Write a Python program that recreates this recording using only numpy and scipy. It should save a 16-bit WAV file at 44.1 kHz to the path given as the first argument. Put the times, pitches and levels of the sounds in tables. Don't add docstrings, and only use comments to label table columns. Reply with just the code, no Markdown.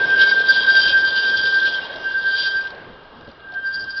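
import sys
import numpy as np
from scipy import signal
from scipy.fft import rfft, irfft
from scipy.io import wavfile
from scipy.ndimage import uniform_filter1d

SR = 44100
rng = np.random.default_rng(int(sys.argv[2]) if len(sys.argv) > 2 else 0)


def voltage_ratio(level):
    return 10 ** (np.asarray(level, float) / 20)


def wav_out(sig):
    wavfile.write(sys.argv[1], SR, np.round(np.clip(np.atleast_2d(sig).T, -1, 1) * 32767).astype(np.int16))


N = 176400
T = np.arange(N) / SR


def unit(x):
    return x / np.sqrt(np.mean(x ** 2))


def curve(rows):
    return np.interp(T, *np.array(rows).T)


def bumps(times, gains, spreads_s):
    coarse_t = np.arange(0, N + 32, 32) / SR
    total = np.exp(-.5 * ((coarse_t[:, None] - times) / spreads_s) ** 2) @ gains
    return signal.resample_poly(total, 32, 1, padtype="edge")[:N]


def walk(rate):
    k = int(SR / rate)
    once = uniform_filter1d(rng.standard_normal(N), k)
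    return unit(uniform_filter1d(once, k))


def colour(points, flicker_db=0., rate=10.):
    hz, pts = np.arange(1, N // 2 + 2) * SR / N, np.array(points)
    shape_db = np.interp(np.log(hz), np.log(pts[:, 0]), pts[:, 1])
    spec = rfft(rng.standard_normal(N)) * voltage_ratio(shape_db)
    band = np.clip(np.round(2 * np.log2(hz / 60)), 0, 13)
    return unit(sum(irfft(spec * (band == b), N) * voltage_ratio(flicker_db * walk(rate)) for b in range(14)))


def ring(x, hz, width_hz):
    pole = np.exp((2j * np.pi * hz - np.pi * width_hz) / SR)
    return signal.lfilter([1], [1, -pole], x).imag


def noisy_ring(hz, width_hz):
    return unit(ring(rng.standard_normal(N), hz, width_hz))


# [f/Hz, level/dB per Hz]
TOWN_COLOUR = [(30, -6.5), (230, -14.5), (350, -6.5), (750, -6), (1300, -3.5), (2000, -22), (3600, -17.5),
               (6000, -32.5)]
# [f/Hz, level/dB per Hz]
WIND_COLOUR = [(20, -7.5), (50, -5), (150, -1.5), (300, -6.5), (700, -8), (2000, -46.5)]
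# [t/s, level/dB, length/s]
PUFFS = [
    (0.874, -40, 0.074),
    (1.386, -46, 0.11),
    (2.892, -44, 0.085),
    (3.202, -45, 0.074),
    (3.287, -38, 0.019),
    (3.835, -46.5, 0.081),
]


def air():
    s, db, length = np.array(PUFFS).T
    gust = bumps(s, voltage_ratio(db), 0.47 * length) + voltage_ratio(-54)
    wind = colour(WIND_COLOUR, 2., 15.)
    return voltage_ratio(-48) * colour(TOWN_COLOUR, 0.99, 18) + gust * wind


# [t/s, level/dB]
TICKS = [(2.655, -38), (2.672, -31), (2.706, -33.5), (2.75, -40), (3.212, -45.5), (3.277, -45), (3.29, -42),
         (3.303, -43.5), (3.315, -43), (3.523, -39), (3.541, -36), (3.548, -40)]


def ticks():
    s, db = np.array(TICKS).T
    return bumps(s, voltage_ratio(db), .0022) * colour([(300, -13), (2500, -2), (4000, 4), (6000, -1.5)])


# [t/s, level/dB, f/Hz]
KNOCKS = [
    (1.668, -31, 600),
    (1.88, -32.5, 595),
    (1.949, -28.5, 632),
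    (2.411, -46, 1030),
    (2.719, -31, 568),
    (2.86, -37, 500),
    (3.518, -36, 720),
]


def knocks():
    t60_s, attack_s = 0.21, .008
    out = np.zeros(N)
    for s, db, hz in KNOCKS:
        age = np.maximum(T - s, 0)
        out += voltage_ratio(db - 60 * age / t60_s) * (1 - np.exp(-age / attack_s)) * noisy_ring(hz, 45)
    return out


# [t/s, level/dB]
ROLLING = [(0, -29.5), (.3, -32.5), (.6, -33.5), (1.3, -35.5), (1.6, -37.5), (2, -36.5), (2.1, -39.5),
           (2.6, -42.5), (2.8, -39.5), (2.95, -45), (3.02, -46.5), (4, -59.5)]
# [f/Hz, level/dB per Hz]
RUMBLE_COLOUR = [(40, -20), (300, -7), (450, 0.5), (800, -6.5), (970, -3.5), (1300, -12), (2000, -14.5),
                 (6000, -26)]


def rolling():
    rumble = voltage_ratio(curve(ROLLING) - 1.23) * colour(RUMBLE_COLOUR, 1.0, 9.7)
    idle = voltage_ratio(-51) + bumps(np.array([1.9, 2.76]), voltage_ratio([-38, -44]), 0.07)
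    return rumble + idle * noisy_ring(1594, 47) + voltage_ratio(-60) * noisy_ring(2835, 25)


# [t/s, level/dB, spread/s, f/Hz]
WHISTLES = [
    (.23, -35, .025, 2197),
    (.3, -36, .022, 2197),
    (.213, -23, .018, 3790),
    (.21, -39, .025, 2531),
    (2.08, -43, .11, 2812),
]


def whistles():
    out = np.zeros(N)
    for s, db, spread, hz in WHISTLES:
        swell = voltage_ratio(db + 1.7 * walk(28)) * np.exp(-.5 * ((T - s) / spread) ** 2)
        out += swell * np.sin(2 * np.pi * hz * T + 0.41 * walk(28))
    return out


# [t/s, level/dB]
PRESSURE = [(0, -40), (.8, -32), (1.25, -37), (1.7, -34.5), (2.0, -45), (2.4, -40), (2.68, -44.5),
            (2.74, -59), (3.5, -60.5), (3.7, -51.5), (4, -50.5)]
WHEEL_HZ = [2531, 2820, 3252, 3274, 3440, 3539, 3786, 3984, 4835, 4932, 5290]
# [width/Hz, level/dB]
WHEEL = [(20, -22.5), (14, -19.5), (24, -19.5), (16.7, -6.5), (35, -18.5), (13.9, -13.5), (30, -11.5),
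         (20, -19.5), (17, -11.5), (14, -30.5), (33, -15.5)]
# [f/Hz, level/dB per Hz]
SCRAPE_COLOUR = [(2400, -38.5), (2900, -10.5), (3150, 1), (3900, -3.5), (4400, -7.5), (5200, -5),
                 (5800, -6), (6050, -20)]


def scrape(grit, s, grind_db):
    modes = np.zeros(N)
    for hz, (width_hz, db) in zip(WHEEL_HZ, WHEEL):
        modes += voltage_ratio(db - 1.0) * unit(ring(grit, hz, width_hz)) * voltage_ratio(4.0 * walk(15))
    hiss = voltage_ratio(0.84) * colour(SCRAPE_COLOUR, 2.2, 9.9) * voltage_ratio(2.5 * walk(340))
    push = np.hypot(bumps(s, voltage_ratio(grind_db - 5.5), 0.02), voltage_ratio(curve(PRESSURE)))
    return push * (modes + hiss)


# [t/s, scrape level/dB, second overtone/dB, third overtone/dB]
SCRAPES = [(0.023, -34.5, -43, -54), (0.062, -31.5, -54, -53.5), (0.116, -26, -46, -52.5),
           (0.164, -40, -60.5, -57.5), (0.218, -17, -31.5, -30), (0.296, -23, -28.5, -30.5),
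           (0.351, -33, -41, -43), (0.403, -29.5, -36.5, -48), (0.449, -54, -46, -57.5),
           (0.497, -23.5, -43, -39), (0.553, -18, -38, -29), (0.617, -23.5, -35.5, -31.5),
           (0.663, -30, -37.5, -49), (0.706, -27, -57.5, -27), (0.756, -26.5, -35, -28),
           (0.795, -21.5, -59, -22.5), (0.835, -24.5, -22.5, -29), (0.881, -19.5, -23, -25),
           (0.928, -26, -35, -32), (0.991, -25, -32.5, -35.5), (1.078, -35.5, -28.5, -27),
           (1.125, -52, -41.5, -59), (1.178, -21.5, -36.5, -28), (1.235, -28, -41, -33),
           (1.286, -27.5, -33, -34.5), (1.33, -43, -53, -40), (1.382, -24, -28.5, -31),
           (1.427, -32.5, -54, -38.5), (1.469, -23, -34, -31.5), (1.513, -40, -50.6, -60),
               (1.551, -48.5, -48, -34), (1.604, -27, -48, -42.5), (1.672, -19.5, -47, -39),
               (1.728, -28, -61, -38.5), (1.768, -26.5, -34.5, -47.5), (1.844, -30, -45, -56),
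               (1.938, -43, -52, -69), (1.988, -50, -57, -71), (2.032, -55.5, -55, -67),
               (2.073, -49, -59, -45.5), (2.124, -39, -39.5, -48.5), (2.198, -43, -46.5, -42),
               (2.275, -45, -39, -44), (2.325, -30.5, -37, -31.5), (2.391, -24, -29.5, -27),
               (2.452, -27.5, -40, -26), (2.494, -37, -31, -37), (2.563, -32.5, -53, -40),
               (2.608, -49, -58, -44), (2.671, -51, -54, -61)]
# [t/s, rasp level/dB, third overtone/dB, spread/s]
RASPS = [
    (.501, -28.5, -15.5, 0.008),
    (2.372, -27, -40, 0.0055),
    (3.674, -46, -35.5, 0.017),
    (3.75, -32, -28, 0.0096),
    (3.81, -33, -31, 0.0097),
    (3.848, -44, -60, 0.013),
    (3.908, -34, -34, 0.011),
    (3.974, -36, -35.5, .013),
]


def flange(phase):
    s, grind_db, second_db, third_db = np.array(SCRAPES).T
    bite_s, rasp_db, bite_third_db, spread = np.array(RASPS).T
    grit = rng.standard_normal(N) * voltage_ratio(4.8 * walk(450))
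    scraping = scrape(grit, s, grind_db)

    swell = bumps(s, voltage_ratio(third_db + 3.0), 0.023)
    bed = bumps(np.array([3.78, 3.94]), voltage_ratio([-44, -46]), 0.047)
    third = swell + bumps(bite_s, voltage_ratio(bite_third_db), spread)
    third = third * np.sin(3 * phase + 0.71 * walk(44)) * voltage_ratio(2.5 * walk(110))
    third += bed * np.sin(3 * phase) + voltage_ratio(-14) * swell * unit(ring(grit, 4660, 86))
    fourth = voltage_ratio(-25) * swell * np.sin(4 * phase + 1.3 * walk(45))

    late = bumps(np.array([2.75, 2.95, 3.64, 3.9]), voltage_ratio([-57, -60, -52, -49]), .09)
    second = bumps(s, voltage_ratio(second_db - 0.8), 0.033) + late
    second = second * np.sin(2 * phase + 0.66 * walk(25)) * voltage_ratio(2.6 * walk(31))

    rasp = unit(ring(ring(ring(grit, 4800, 570), 4640, 1000), 5600, 600))
    bite = voltage_ratio(-5.0) * bed + voltage_ratio(-11.0) * swell + bumps(bite_s, voltage_ratio(rasp_db), spread)
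    return scraping + second + third + fourth + bite * rasp


# [crest t/s, peak level/dB, spread/s]
SWELLS = [(0.016, -13.5, 0.012), (0.048, -11, 0.012), (0.097, -15.5, 0.018), (0.149, -8.3, 0.025),
          (0.202, -12, 0.015), (0.232, -7, 0.017), (0.272, -10.5, 0.0075), (0.292, -11, 0.0074),
          (0.322, -7.2, 0.012), (0.379, -9.8, 0.017), (0.414, -16, 0.0071), (0.44, -14, 0.022),
          (0.503, -4.5, 0.013), (0.585, -10.0, 0.026), (0.631, -20.5, 0.0049), (0.653, -12.5, 0.0075),
          (0.695, -6, 0.019), (0.776, -6.5, 0.025), (0.84, -13.5, 0.0048), (0.868, -11.1, 0.014),
          (0.903, -13.5, 0.0053), (0.956, -9.5, 0.025), (0.988, -17.5, 0.033), (1.048, -11.5, 0.016),
          (1.084, -16, 0.011), (1.13, -17.5, 0.017), (1.179, -14, 0.021), (1.238, -25.5, 0.008),
          (1.279, -13.9, 0.043), (1.347, -13.5, 0.011), (1.397, -15.4, 0.016), (1.438, -16.5, 0.0091),
          (1.478, -12.9, 0.023), (1.536, -13.5, 0.011), (1.573, -10.5, 0.019),
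          (1.625, -17, 0.009), (1.66, -12, 0.024), (1.749, -18, 0.024), (1.79, -18, 0.0038),
              (1.82, -32, 0.027), (1.839, -30, 0.0045), (1.902, -26.5, 0.0049), (1.982, -31, 0.068),
              (2.072, -17.5, 0.019), (2.114, -23.5, 0.0043), (2.149, -15.5, 0.019), (2.188, -18, 0.019),
              (2.278, -12.9, 0.028), (2.345, -15, 0.014), (2.407, -17.0, 0.025), (2.474, -14.5, 0.017),
              (2.515, -22.9, 0.0089), (2.551, -19.5, 0.018), (2.588, -17.3, 0.026), (2.662, -22, 0.014),
              (2.726, -32.5, 0.025), (3.489, -31.5, 0.033), (3.577, -20.4, 0.02), (3.668, -18.4, 0.025),
              (3.708, -30.5, 0.02), (3.751, -32, 0.0092), (3.778, -22.2, 0.033), (3.836, -27.3, 0.011),
              (3.892, -22.5, 0.016), (3.94, -28, 0.01), (3.983, -20, 0.017)]
SLIPS = [.062, .157, .308, .432, .61, .66, .912, 2.135, 2.425]


def squeal(phase):
    slip_rad, slip_s = 2.8, .01
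    s, db, spread = np.array(SWELLS).T
    body = bumps(s, voltage_ratio(db), spread)
    for at in SLIPS:
        slipped = .5 + .5 * np.tanh((T - at) / slip_s)
        body = body * (1 + (np.exp(1j * slip_rad) - 1) * slipped)
    halo = voltage_ratio(-25) * np.abs(body) * noisy_ring(1539, 88)
    return (body * np.exp(1j * (phase + .32 * walk(33)))).imag + halo


# [t/s, f/Hz]
PITCH = [(0, 1576.5), (.5, 1575.5), (.9, 1575.5), (1.65, 1576.3), (1.78, 1568), (1.9, 1564), (2.02, 1575),
         (2.8, 1576), (3.4, 1580), (4, 1579)]


def scene():
    phase = 2 * np.pi * np.cumsum(curve(PITCH)) / SR
    wheels = squeal(phase) + flange(phase) + whistles()
    return (wheels + rolling() + knocks() + ticks() + air())[None]


# [t/s, level/dB]
NICKS = [
    (.4963, -29),
    (.5033, -46),
    (.5045, -21),
    (.5058, -24),
    (.5071, -36),
    (.509, -47),
]


def overload_nicks():
    s, db = np.array(NICKS).T
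    return np.bincount((s * SR).astype(int), voltage_ratio(db), N)


def band_limit(x):
    return signal.sosfilt(signal.butter(12, 15900, fs=SR, output="sos"), x)


def record(dry):
    dull = np.clip(dry, -.68, .68)
    dull = signal.sosfilt(signal.butter(10, 4947, fs=SR, output="sos"), dull)
    dull = signal.sosfilt(signal.ellip(8, .5, 70, 6360, fs=SR, output="sos"), dull)
    return band_limit(dull + overload_nicks())


dry = scene()
out = record(dry)
wav_out(out)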